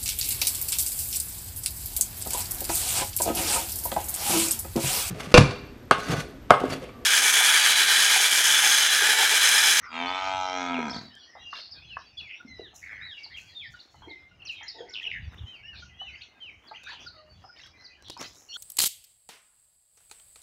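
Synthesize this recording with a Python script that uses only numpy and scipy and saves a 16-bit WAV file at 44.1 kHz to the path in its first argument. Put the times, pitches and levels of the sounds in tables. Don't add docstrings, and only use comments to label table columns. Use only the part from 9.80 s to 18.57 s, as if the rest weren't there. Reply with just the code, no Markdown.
import sys
import numpy as np
from scipy import signal
from scipy.fft import rfft, irfft, next_fast_len
from scipy.io import wavfile
from scipy.ndimage import uniform_filter1d, map_coordinates

SR = 44100
rng = np.random.default_rng(int(sys.argv[2]) if len(sys.argv) > 2 else 0)


def unload_audio(sound):
    columns = np.transpose(np.atleast_2d(sound))
    steps = np.round(np.clip(columns, -1, 1) * 32767)
    wavfile.write(sys.argv[1], SR, steps.astype(np.int16))


N = 386757

# pitch_hz, t60_s
WALL_DECAY = [(100, 0.57), (700, 0.12), (2500, 0.21), (6000, 0.23), (12000, 0.19)]
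# pitch_hz, level_db (per Hz)
WIND_SPECTRUM = [(20, -31), (45, -5.5), (75, 4.5), (130, -4), (220, -11), (500, -69)]
HERD_SPECTRUM = [(120, -22.5), (250, 4), (500, -4), (800, -2.5), (1200, -2), (2200, -6), (5000, -33)]
FLOCK_SPECTRUM = [(900, -20), (1400, -5.5), (2000, -2), (3000, 1), (4500, -3), (6400, -13), (7500, -23),
                  (9000, -45)]
FODDER_SPECTRUM = [(2350, -54.5), (4000, -37), (4940, -10.5), (5380, 6.5), (6870, 7.5), (8800, -13),
                   (10500, -7.5), (12300, -11.5), (15600, -12)]
AIR_SPECTRUM = [(180, -26), (300, 4), (452, -3), (775, 3), (975, -7), (3120, -6.5), (3440, -19.5),
                (5440, -15), (8320, -29.5), (15000, -37.5)]
# time_s, level_db
FLOCK_LEVEL = [(0, -48.5), (1.15, -53.5), (1.35, -51), (1.65, -52), (1.82, -45.5), (2.24, -60),
               (3.09, -62.5), (3.25, -58.5), (3.88, -54), (4.03, -62.5), (4.62, -67.5), (4.79, -47.5),
               (5.32, -55.5), (5.48, -61), (6.4, -54.5), (6.75, -70), (6.94, -54), (7.06, -47.5),
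               (7.14, -48.5), (7.48, -66.5), (8.05, -59), (8.5, -55.5), (8.77, -103)]
# start_s, fade_s (to fall 17 dB), level_db
SHIFTS = [(1.56, 0.14, -66), (3.11, 0.028, -54), (5.51, 0.057, -54.5), (7.07, 0.072, -70),
          (8.39, 0.047, -41)]
# start_s, fade_s (to fall 17 dB), level_db
RUSTLES = [(2.94, 0.11, -51.5), (3.56, 0.17, -57), (3.9, 0.061, -64.5), (4.1, 0.25, -72),
           (4.7, 0.049, -61.5), (5.21, 0.011, -62), (8.385, 0.19, -50.5), (8.54, 0.24, -58),
           (8.73, 0.15, -52.5)]
STROKE_ATTACK_S = 0.022
GUST_S, GUST_DB, GUST_BUILD_DB_PER_S, GUST_DROP_DB_PER_S = 5.64, -42.5, 46.5, 303

# start_s, length_s, pitch_hz, level_db
SCOLDS = [(0.013, 0.24, 1290, -41), (.457, 0.041, 5320, -44), (0.598, 0.038, 6440, -44),
          (.73, .11, 5850, -45.5), (1.704, 0.18, 4680, -42.5), (2.168, 0.056, 5260, -52.5),
          (2.483, 0.072, 2610, -38.5), (3.018, 0.26, 1996, -38), (5.93, 0.09, 4100, -47.5),
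          (5.93, 0.031, 1667, -46), (5.99, 0.076, 5900, -55.5), (7.087, 0.047, 1834, -48),
          (7.064, 0.089, 4320, -47.5), (7.076, 0.17, 2920, -49), (7.195, 0.049, 5700, -51),
          (7.99, 0.073, 5200, -56.5), (8.245, 0.069, 3420, -44)]
SCOLD_FALL, SCOLD_RASP_PER_HZ = 0.0306, 0.000275

# time_s, pitch_hz
LOW_PITCH = [(.079, 78), (0.15, 82.0), (0.238, 88.0), (0.364, 93.9), (0.478, 95.3), (0.778, 91.2),
             (0.946, 85.5), (1.006, 80.7), (1.044, 76.8), (1.1, 67.9), (1.14, 55), (1.2, 42), (1.28, 40)]
MOUTH = [(.15, .38, 1.05, 1.19, -7.5), (.27, .5, 0.97, 1.06, -7.5), (.42, .82, 0.99, 1.03, -6),
         (.55, .9, 1.02, 1.07, -1), (.7, 1.25, 0.97, 0.994, -1.5), (.82, 1.55, 1.034, 1.02, -1.5),
         (.97, 1.65, 1.02, 1.03, -9), (1.12, 1.8, .99, 1.065, 0)]
# pitch_hz, half_width_hz, level_db
OPENING_THROAT = [(448, 66, 0), (686, 27, 5.5), (980, 150, 5), (1265, 28, 12), (1563, 31, 3.5),
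                  (1900, 160, -1), (2280, 62, 7.5), (2570, 120, 3), (3090, 56, 4.5), (3550, 58, 3),
                  (4400, 240, -27)]
WIDE_THROAT = [(285, 100, -13.5), (667, 29, 3.5), (821, 72, 5.5), (940, 42, -1), (1275, 50, 1),
               (1490, 85, -9), (2070, 43, -8), (2375, 123, -9), (2816, 48, -11), (3200, 96, -9.5),
               (3700, 87, -12.5), (4036, 37, -11), (4250, 550, -29.5)]
CLOSING_THROAT = [(467, 51, -3), (699, 44, 0.5), (972, 32, 3), (1305, 64, -4.5), (1590, 67, -6),
                  (1837, 42, -11.5), (2160, 95, -5.5), (2424, 47, -8), (2950, 180, -30), (3330, 59, -9.5),
                  (4200, 130, -43)]
# pitch_hz, half_width_hz, level_db
TREBLE_THROAT = [(5080, 230, -26), (5610, 180, -19), (6320, 124, -23.5), (7310, 140, -33),
                 (10200, 580, -56)]
STEADY_HZ, CREAK_HZ = 84.3, 54.8
ATTACK_S, ATTACK_DB = 0.029, 40
CREST_S, CREST_DB, SAG_DB_PER_S = 0.49, -29.5, 6.5
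RELEASE_S, RELEASE_DB_PER_S = 1.145, 170
HUM_DB, HUM_GROWS_DB_PER_S = -40.5, 9
HUM_RELEASE_S, HUM_RELEASE_DB_PER_S = 1.04, 78
HUM_CUT_DB, HUM_CUT_WIDTH = 11.5, 0.39

# start_s, pitch_hz, level_db
CHIRPS = [(.26, 4520, -41), (2.016, 2670, -49.5), (3.5, 1967, -46.5), (7.062, 1624, -37.5),
          (8.304, 4050, -46), (8.38, 5630, -42), (8.425, 3960, -46.5), (8.439, 4920, -45.5)]
CHIRP_S, CHIRP_RISE, CHIRP_RASP = 0.047, 0.12, 0.24
# start_s, length_s, start_hz, end_hz, level_db, rasp (0-1)
SLURS = [(0.93, 0.056, 3420, 2270, -35.5, 0.1), (1.641, 0.09, 2830, 2782, -40.5, 0.08),
         (2.074, 0.029, 3310, 3390, -49.5, 0.17), (2.095, 0.072, 3155, 2530, -41, 0.1),
         (2.257, 0.064, 4640, 4560, -54.5, 0.2), (2.37, 0.031, 3460, 3390, -35.5, 0.1),
         (2.395, 0.023, 3100, 2690, -38, 0.25), (2.416, 0.1, 2860, 2056, -44.5, .14),
         (2.668, 0.12, 2150, 1966, -49.5, 0.05), (2.679, 0.13, 4210, 3880, -50.5, 0),
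         (3.311, 0.03, 3250, 3306, -40, 0), (3.337, 0.094, 2995, 2720, -44, 0.24),
         (3.538, 0.026, 3270, 3220, -39.5, 0.14), (3.372, 0.097, 2325, 2220, -48.5, 0.16),
         (3.812, 0.071, 2690, 1754, -40.5, 0.07), (4.281, 0.09, 2200, 2050, -43.5, 0.1),
         (4.37, 0.12, 2095, 2100, -53, 0.03), (4.223, 0.047, 3280, 3216, -48.5, 0.1),
         (4.594, 0.028, 2900, 2660, -51.5, 0.15), (4.619, 0.023, 3030, 2640, -41.5, 0.2),
         (4.651, .028, 2920, 2560, -41.5, 0.34), (4.685, 0.04, 3300, 2530, -32, 0.11),
         (4.72, 0.072, 2480, 2560, -43.5, 0.19), (4.776, 0.096, 2550, 1814, -46, 0.48),
         (5.137, 0.015, 4300, 3310, -34, 0.5), (5.145, 0.06, 3190, 2733, -31, 0.57),
         (5.212, 0.021, 1910, 1910, -44.5, 0.15), (5.229, 0.033, 3490, 2706, -31, 0.54),
         (5.263, 0.023, 2943, 2705, -26, 0.23), (5.302, 0.026, 2956, 2410, -30, 0.8),
         (5.315, 0.08, 2406, 1777, -36, 0.32), (5.754, 0.073, 2550, 2166, -53, 0.3),
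         (6.295, 0.077, 2264, 2066, -48, 0.23), (6.702, 0.047, 2330, 2176, -54.5, 0.3),
         (7.303, 0.12, 4520, 4440, -57, 0.18), (7.328, 0.095, 1340, 1210, -56, 0.08),
         (7.938, 0.21, 2054, 1990, -57, 0.17), (7.343, 0.16, 635, 609, -57.5, 0.08),
         (7.493, 0.058, 4540, 4500, -55, 0), (7.783, 0.098, 5360, 5470, -57.5, 0),
         (7.634, 0.14, 5130, 5080, -54.5, 0.23), (8.688, 0.1, 4400, 4290, -42.5, 0.1),
         (8.689, 0.072, 5740, 5620, -47, 0.1), (8.686, 0.063, 2860, 2856, -46, .15),
         (8.72, 0.069, 2964, 3520, -37, 0.44)]
SLUR_LEFT = .28
# start_s, length_s, top_hz, level_db
HOOKS = [(1.096, 0.031, 5380, -35), (1.133, 0.039, 4540, -35), (1.159, 0.043, 4670, -39.5),
         (3.561, 0.035, 2860, -36.5), (3.99, 0.029, 4430, -44), (4.83, 0.021, 7000, -45),
         (4.874, 0.022, 4980, -41), (5.086, 0.026, 5590, -46), (5.095, 0.028, 7250, -54),
         (5.572, .035, 3600, -48), (6.347, 0.021, 2810, -41.5), (6.408, 0.023, 2813, -41.5),
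         (6.411, 0.029, 4440, -43), (6.938, 0.049, 3050, -41.5)]
HOOK_DROP, HOOK_RASP = 0.277, 0.42
# start_s, pitch_hz, level_db
CHIPS = [(1.912, 4820, -39.5), (2.376, 4390, -42.5), (3.433, 4510, -38), (4.293, 3980, -45.5),
         (4.651, 5400, -41), (4.668, 4060, -41), (4.88, 4726, -32.5), (5.123, 4940, -43),
         (6.873, 4400, -47.5), (7.263, 4570, -39.5), (8.043, 4520, -42.5)]
CHIP_S, CHIP_FALL, CHIP_RASP = 0.031, 0.138, 0.33
# start_s, level_db
PIPS = [(2.597, -43), (3.938, -42.5), (4.51, -56), (6.022, -43), (7.26, -41), (7.692, -47), (8.758, -39)]
PIP_HZ, PIP_S = 1440, 0.021
# start_s, length_s, start_hz, end_hz, level_db
ARCHES = [(2.792, 0.11, 3980, 2720, -48.5), (2.789, 0.095, 1993, 1534, -51.5),
          (3.21, 0.14, 3598, 2847, -43), (3.243, 0.1, 1915, 1500, -48), (3.747, 0.081, 3630, 3040, -38.5),
          (5.661, 0.115, 2980, 2410, -43), (5.828, .14, 2486, 2340, -43.5), (5.829, 0.1, 1595, 1693, -54),
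          (6.19, 0.12, 2856, 2264, -37.5), (6.603, .1, 3137, 2164, -39.5)]
ARCH_PER_S2 = 42

# start_s, peak_db, pitch_hz, scuff_s (t60 of the blow, 0.005 at least)
KNOCKS = [(0.987, -25, 403, 0.012), (1.553, -38, 800, 0.16), (1.729, -27, 1183, 0.081),
          (2.169, -22.5, 1106, 0.036), (2.649, -40, 270, 0.031), (2.795, -31, 422, 0.046),
          (2.93, -52.5, 784, 0.13), (3.463, -46.5, 880, .04), (4.144, -45, 845, 0.078),
          (4.221, -42, 970, 0.13), (4.273, -40, 319, 0.099), (4.81, -42.5, 854, 0.23),
          (5.005, -33, 453, 0.06), (6.214, -36.5, 780, 0.089), (6.913, -34, 810, 0.084),
          (7.117, -43, 890, 0.2), (7.64, -41.5, 820, 0.15), (8.367, -36.5, 944, 0.11)]
# start_s, peak_db
SNAPS = [(1.353, -42), (7.035, -45), (7.04, -41.5), (7.865, -47.5), (7.873, -51), (8.224, -43),
         (8.284, -38.5), (8.299, -28.5), (8.303, -27), (8.375, -37), (8.41, -34.5), (8.414, -27),
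         (8.427, -28.5), (8.541, -53), (8.548, -48.5), (8.556, -45), (8.561, -62), (8.62, -50)]
# pitch_hz, level_db
STALK_COLOUR = [(180, -6), (300, -0.5), (985, -1.5), (2170, -17.5), (2440, -10), (3400, -3.5), (4490, -1),
                (6050, -4), (15500, -26.5)]
# start_s, length_s, rms_db
CRACKLES = [(1.725, 0.098, -49), (7.07, 0.083, -50.5), (7.755, .13, -54.5), (8.4, .06, -49)]
# pitch_hz, level_db
CRACKLE_COLOUR = [(300, -11), (900, -6), (3500, 1), (6000, -9), (8000, -23.5), (15000, -34)]
# start_s, length_s, level_db
SCUFFS = [(2.783, 0.014, -62), (4.246, 0.094, -53), (4.932, 0.18, -49.5), (5.231, 0.071, -58)]
# pitch_hz, half_width_hz, level_db
TROUGH_MODES = [(410, 66, -2), (698, 66, -4.5), (897, 29, -2.5)]
# centre_s, level_db, pitch_hz
BUMPS = [(5.441, -37.5, 67.4), (5.482, -31.5, 86), (5.616, -32, 84.5), (5.644, -31.5, 88.7)]
TOP_HZ = 15740


def amp(db):
    return 10 ** (np.asarray(db) / 20)


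def unit(x):
    return x / np.sqrt(np.mean(x ** 2) + 1e-20)


def along(points, hz):
    f, v = np.transpose(points)
    return np.interp(np.log(hz + 1), np.log(f + 1), v)


def curves(rows):
    s, *cols = np.transpose(rows)
    return [np.interp(np.arange(N) / SR, s, c) for c in cols]


def wobble(rate, size=N):
    knots = rng.standard_normal(int(size * rate / SR) + 4)
    return map_coordinates(knots, [np.arange(size) * rate / SR])


def add(track, s, sound):
    room = track[max(round(s * SR), 0):][:len(sound)]
    room += sound[:len(room)]


def coloured(x, gain, size=4096):
    cepstrum = irfft(np.log(np.maximum(gain(np.fft.rfftfreq(size, 1 / SR)), 1e-6)))
    cepstrum[1:size // 2] *= 2
    cepstrum[size // 2 + 1:] = 0
    impulse = irfft(np.exp(rfft(cepstrum)))
    return signal.fftconvolve(x, impulse)[:len(x)]


def rush(spectrum):
    return unit(coloured(rng.standard_normal(N), lambda hz: amp(along(spectrum, hz))))


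def resonances(modes):
    return lambda hz: np.sqrt(sum((amp(db) / (1 + ((hz - f) / w) ** 2)) ** 2 for f, w, db in modes))


def echoes(x, delay=.012, lasting=1):
    hz, t, z = signal.stft(rng.standard_normal(SR * 3 // 4), SR, nperseg=256)
    decay = 1e-3 ** (t / (lasting * along(WALL_DECAY, hz)[:, None]))
    tail = signal.istft(z * decay, SR, nperseg=256)[1]
    tail = tail / np.linalg.norm(tail)
    return signal.fftconvolve(x, np.pad(tail, (int(delay * SR), 0)))[:N]


def whistle(length, pitches, rasp, rasp_hz=260, rasp_rate=900, trill_hz=96, trill_swing_hz=320, waver=0.0036):
    size = int(max(length, .01) * SR)
    u = np.linspace(0, 1, size)
    glide = np.polyval(np.polyfit([0, .5, 1], pitches, 2), u) * (1 + waver * wobble(150, size))
    rattle = 2 * np.pi * np.cumsum(trill_hz * (1 + .12 * wobble(60, size))) / SR
    hz = glide + rasp * (trill_swing_hz * np.cos(rattle) + rasp_hz * wobble(rasp_rate, size))
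    phase = 2 * np.pi * np.cumsum(hz) / SR
    beats = np.exp(np.interp(rasp, [.3, .6], [.1, 1.1]) * np.sin(rattle))
    arch = np.abs(np.sin(np.pi * u)) ** np.interp(length, [.03, .1], [.65, .4])
    swell = arch * unit(beats * amp(2.35 * wobble(70, size)))
    return swell * (np.sin(phase) + amp(-33) * np.sin(2 * phase))


def yard(herd_db=-69, fodder_db=-95, crackle_db=3.0, flock_trim_db=-2, air_db=-70):
    grain = amp(3.5 * wobble(350))
    shuffle = amp(herd_db + 4.8 * wobble(14)) + strokes(SHIFTS)
    herd = shuffle * unit(rush(HERD_SPECTRUM) * grain)
    flock = amp(curves(FLOCK_LEVEL)[0] + flock_trim_db) * far_flock()
    pulls = amp(fodder_db + 12.0 * wobble(4.5)) + strokes(RUSTLES)
    fodder = pulls * unit(rush(FODDER_SPECTRUM) * amp(crackle_db * wobble(440)))
    return wind() + herd + flock + fodder + amp(air_db) * rush(AIR_SPECTRUM)


def wind(start_db=-59.0, eases_db_per_s=0.58):
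    time = np.arange(N) / SR
    after = time - GUST_S
    gust = amp(GUST_DB + np.minimum(GUST_BUILD_DB_PER_S * after, -GUST_DROP_DB_PER_S * after))
    breeze = amp(start_db - eases_db_per_s * time + 2.3 * wobble(6))
    return (breeze + gust) * unit(rush(WIND_SPECTRUM) * amp(6.3 * wobble(7.4)))


def strokes(rows, fade_db=17):
    level, t = np.zeros(N), np.arange(SR // 2) / SR
    for s, length, db in rows:
        fade = amp(db - fade_db * np.maximum(t - STROKE_ATTACK_S, 0) / length)
        add(level, s, np.minimum(t / STROKE_ATTACK_S, 1) * fade)
    return level


def far_flock(count=520, direct_db=-9, wash_db=-13):
    song = np.zeros(N)
    for when, height, span, bend, harsh in rng.random((count, 5)):
        hz = 1300 + 5400 * height
        glide = hz * (1 + (bend - .6) * np.array([-.22, .04, .18]))
        add(song, when * N / SR - .05, whistle(.02 + .06 * span, glide, .5 * harsh ** 2))
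    blurred = unit(echoes(song) + amp(direct_db) * song) + amp(wash_db) * rng.standard_normal(N)
    heard = coloured(blurred, lambda hz: amp(along(FLOCK_SPECTRUM, hz)) / (1 + (900 / (hz + 1)) ** 6))
    power = np.abs(uniform_filter1d(heard ** 2, SR // 6))
    return heard / np.sqrt(power + 0.012 * power.mean())


def scolds(direct_db=-4, echo_db=-3):
    song = np.zeros(N)
    for s, length, hz, db in SCOLDS:
        glide = hz * (1 + SCOLD_FALL * np.array([1, 0, -1]))
        add(song, s, amp(db) * whistle(length, glide, SCOLD_RASP_PER_HZ * hz))
    blurred = amp(direct_db) * song + amp(echo_db) * echoes(song, delay=0.0043)
    return coloured(blurred, lambda hz: 1 / (1 + (hz / 7200) ** 12))


def buffalo(nose_hz=250, patchy_db=4.5, chest_hz=150, chest_db=-7, slack_db=-6, lips_hz=400):
    time, t = np.arange(N) / SR, np.arange(4096) / SR
    pitch_curve = curves(LOW_PITCH)
    cycles = np.cumsum(pitch_curve[0] * (time > LOW_PITCH[0][0])) / SR
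    last_cycle = cycles[int(LOW_PITCH[-1][0] * SR)]
    closures = np.interp(np.arange(1, last_cycle + .5), cycles, time)
    controls = np.array(pitch_curve + curves(MOUTH) + effort() + [amp(patchy_db * wobble(15.5))])
    voice, flesh = np.zeros(N), rng.standard_normal((16, 80))
    for s in closures:
        pitch, shape, tongue, treble, treble_db, loud_db, hum_db, turbulence = controls[:, round(s * SR)]
        slack = np.clip((STEADY_HZ - pitch) / (STEADY_HZ - CREAK_HZ), 0, 1)
        closing = np.clip(shape - 1, 0, 1)
        s = s + rng.normal(0, 1.5e-5 + 6e-5 * closing + .0018 * slack ** 2)
        offset = (t - s) * SR + round(s * SR) - 8
        slap = np.sinc(offset) * np.exp(-(offset / 5) ** 2)
        air = .09 * turbulence * rng.standard_normal(len(t)) * np.exp(-t / (.005 + .006 * slack))
        hiss = coloured(air, lambda hz: .1 + .25 * closing + .7 * slack + 1 / (1 + (3900 / (hz + 1)) ** 3))
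        colour = throat(shape, tongue, treble, treble_db)
        lips = lambda hz: 1 / (1 + (lips_hz / (hz + 1)) ** 3)
        mouth = coloured(slap + hiss, lambda hz: colour(hz) * drift(flesh, s, hz) * lips(hz))
        nose_mode = (nose_hz * (1 - .12 * slack), 24 + 35 * slack, 0)
        chest_mode = (chest_hz, 45, chest_db - 30 * (1 - slack))
        nose = coloured(slap, resonances([nose_mode, chest_mode]))
        duty = np.sqrt(1 / (pitch * t[-1]))
        pulse = amp(loud_db + slack_db * slack) * unit(mouth) + amp(hum_db) * unit(nose)
        add(voice, s, duty * amp(rng.normal(0, .7 + 1.2 * slack)) * pulse)
    return voice


def throat(shape, tongue, treble, treble_db):
    shares = np.clip(1 - np.abs(np.clip(shape, 0, 2) - np.arange(3)), 0, 1)
    shapes = [OPENING_THROAT, WIDE_THROAT, CLOSING_THROAT]

    def gain(hz):
        slid = hz / np.interp(hz, [1000, 2000], [1, tongue])
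        body = sum(share * resonances(modes)(slid) for share, modes in zip(shares, shapes))
        return body + amp(treble_db) * resonances(TREBLE_THROAT)(hz / treble)
    return gain


def drift(field, s, hz):
    depth_db = np.interp(hz, [600, 2000, 5000], [1, 2.2, 3.5])
    return amp(depth_db * map_coordinates(field, [np.full_like(hz, 9 * s), hz / 320]))


def effort():
    time = np.arange(N) / SR
    swell = -ATTACK_DB * np.exp(-np.maximum(time - LOW_PITCH[0][0], 0) / ATTACK_S)
    mouth_late = np.maximum(time - RELEASE_S, 0)
    nose_late = np.maximum(time - HUM_RELEASE_S, 0)
    wide = np.exp(-np.abs((curves(MOUTH)[0] - 1) / HUM_CUT_WIDTH) ** 4)
    mouth = CREST_DB - SAG_DB_PER_S * np.abs(time - CREST_S) - RELEASE_DB_PER_S * mouth_late
    nose = HUM_DB + HUM_GROWS_DB_PER_S * (time - CREST_S) - HUM_CUT_DB * wide
    nose = nose - HUM_RELEASE_DB_PER_S * nose_late
    return [mouth + swell, nose + swell]


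def near_birds(dull_hz=7000):
    song = np.zeros(N)
    for s, length, pitches, db, rasp in notes():
        add(song, s, amp(db) * whistle(length, pitches, rasp))
    return coloured(song, lambda hz: 1 / (1 + (hz / dull_hz) ** 12))


def notes():
    tilt = np.array([1, 0, -1])
    found = [(s, CHIRP_S, hz * (1 - CHIRP_RISE * tilt), db, CHIRP_RASP) for s, hz, db in CHIRPS]
    for s, span, a, b, db, rasp in SLURS:
        found.append((s, span, [a, b + SLUR_LEFT * (a - b), b], db, rasp))
    for s, span, hz, db in HOOKS:
        found.append((s, span, hz * (1 - HOOK_DROP * np.abs(tilt)), db, HOOK_RASP))
    for s, hz, db in CHIPS:
        found.append((s, CHIP_S, hz * (1 + CHIP_FALL * tilt), db, CHIP_RASP))
    for s, db in PIPS:
        found.append((s, PIP_S, [PIP_HZ, PIP_HZ, PIP_HZ], db, .05))
    for s, span, a, b, db in ARCHES:
        middle = (a + b) / 2 * (1 + ARCH_PER_S2 * (span / 2) ** 2)
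        found.append((s, span, [a, middle, b], db, .05))
    return found


def knocks(width=0.15):
    track, t = np.zeros(N), np.arange(SR // 5) / SR
    for s, db, hz, scuff_s in KNOCKS:
        blow = .1 * rng.standard_normal(len(t)) * 1e-3 ** (t / max(scuff_s, .005))
        blow[0] += 1
        knock = coloured(blow, resonances([(hz, width * hz, 0), (1.52 * hz, width * hz, -9)]))
        add(track, s, amp(db) * knock / abs(knock).max())
    return track


def snaps(decay_s=0.0012, lift_db=2):
    track, t = np.zeros(N), np.arange(SR // 20) / SR
    for s, db in SNAPS:
        burst = rng.standard_normal(len(t)) * np.exp(-t / decay_s)
        crack = coloured(burst, lambda hz: amp(along(STALK_COLOUR, hz)))
        add(track, s, amp(db + lift_db) * crack / abs(crack).max())
    return track


def crackly_chatter(count=55, ring_s=0.0052, spread_db=14):
    track, t = np.zeros(N), np.arange(SR // 30) / SR
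    for s, length, db in CRACKLES:
        burst = np.zeros(int(length * SR) + len(t))
        for when, height, size in rng.random((count, 3)):
            hz = 500 + 6500 * height
            ringing = np.sin(2 * np.pi * hz * t) * np.exp(-t / ring_s)
            click = rng.standard_normal(len(t)) * np.exp(-t / .001)
            level = np.sin(np.pi * when) ** .5 * amp(-spread_db * size)
            add(burst, when * length, level * (ringing + click))
        add(track, s, amp(db) * unit(coloured(burst, lambda hz: amp(along(CRACKLE_COLOUR, hz)))))
    return track


def scuffs():
    rub = unit(coloured(rng.standard_normal(N), resonances(TROUGH_MODES)))
    stroke = np.zeros(N)
    for s, length, db in SCUFFS:
        add(stroke, s, amp(db) * np.hanning(int(length * SR)) ** .5)
    return rub * stroke


def bumps(length_s=0.0096):
    track, t = np.zeros(N), np.arange(-SR // 20, SR // 20) / SR
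    for s, db, hz in BUMPS:
        add(track, s + t[0], amp(db) * np.sin(2 * np.pi * hz * t) * np.exp(-(t / length_s) ** 2))
    return track


def scene(low_echo_db=-11, bird_echo_db=-7, clatter_echo_db=-6, snap_echo_db=-12, far_wall_db=-17):
    low, birds, stalks = buffalo(), near_birds(), snaps()
    clatter = knocks() + scuffs() + crackly_chatter()
    walls = amp(low_echo_db) * echoes(low) + amp(bird_echo_db) * echoes(birds)
    walls = walls + echoes(amp(clatter_echo_db) * clatter + amp(snap_echo_db) * stalks)
    far_walls = amp(far_wall_db) * echoes(birds, delay=0.055, lasting=3.1)
    return (yard() + scolds() + low + birds + clatter + stalks + bumps() + walls + far_walls)[None]


def record(dry):
    size = next_fast_len(N + SR // 2)
    return irfft(rfft(dry, size) * (np.fft.rfftfreq(size, 1 / SR) < TOP_HZ), size)[:, :N]


dry = scene()
out = record(dry)
unload_audio(out)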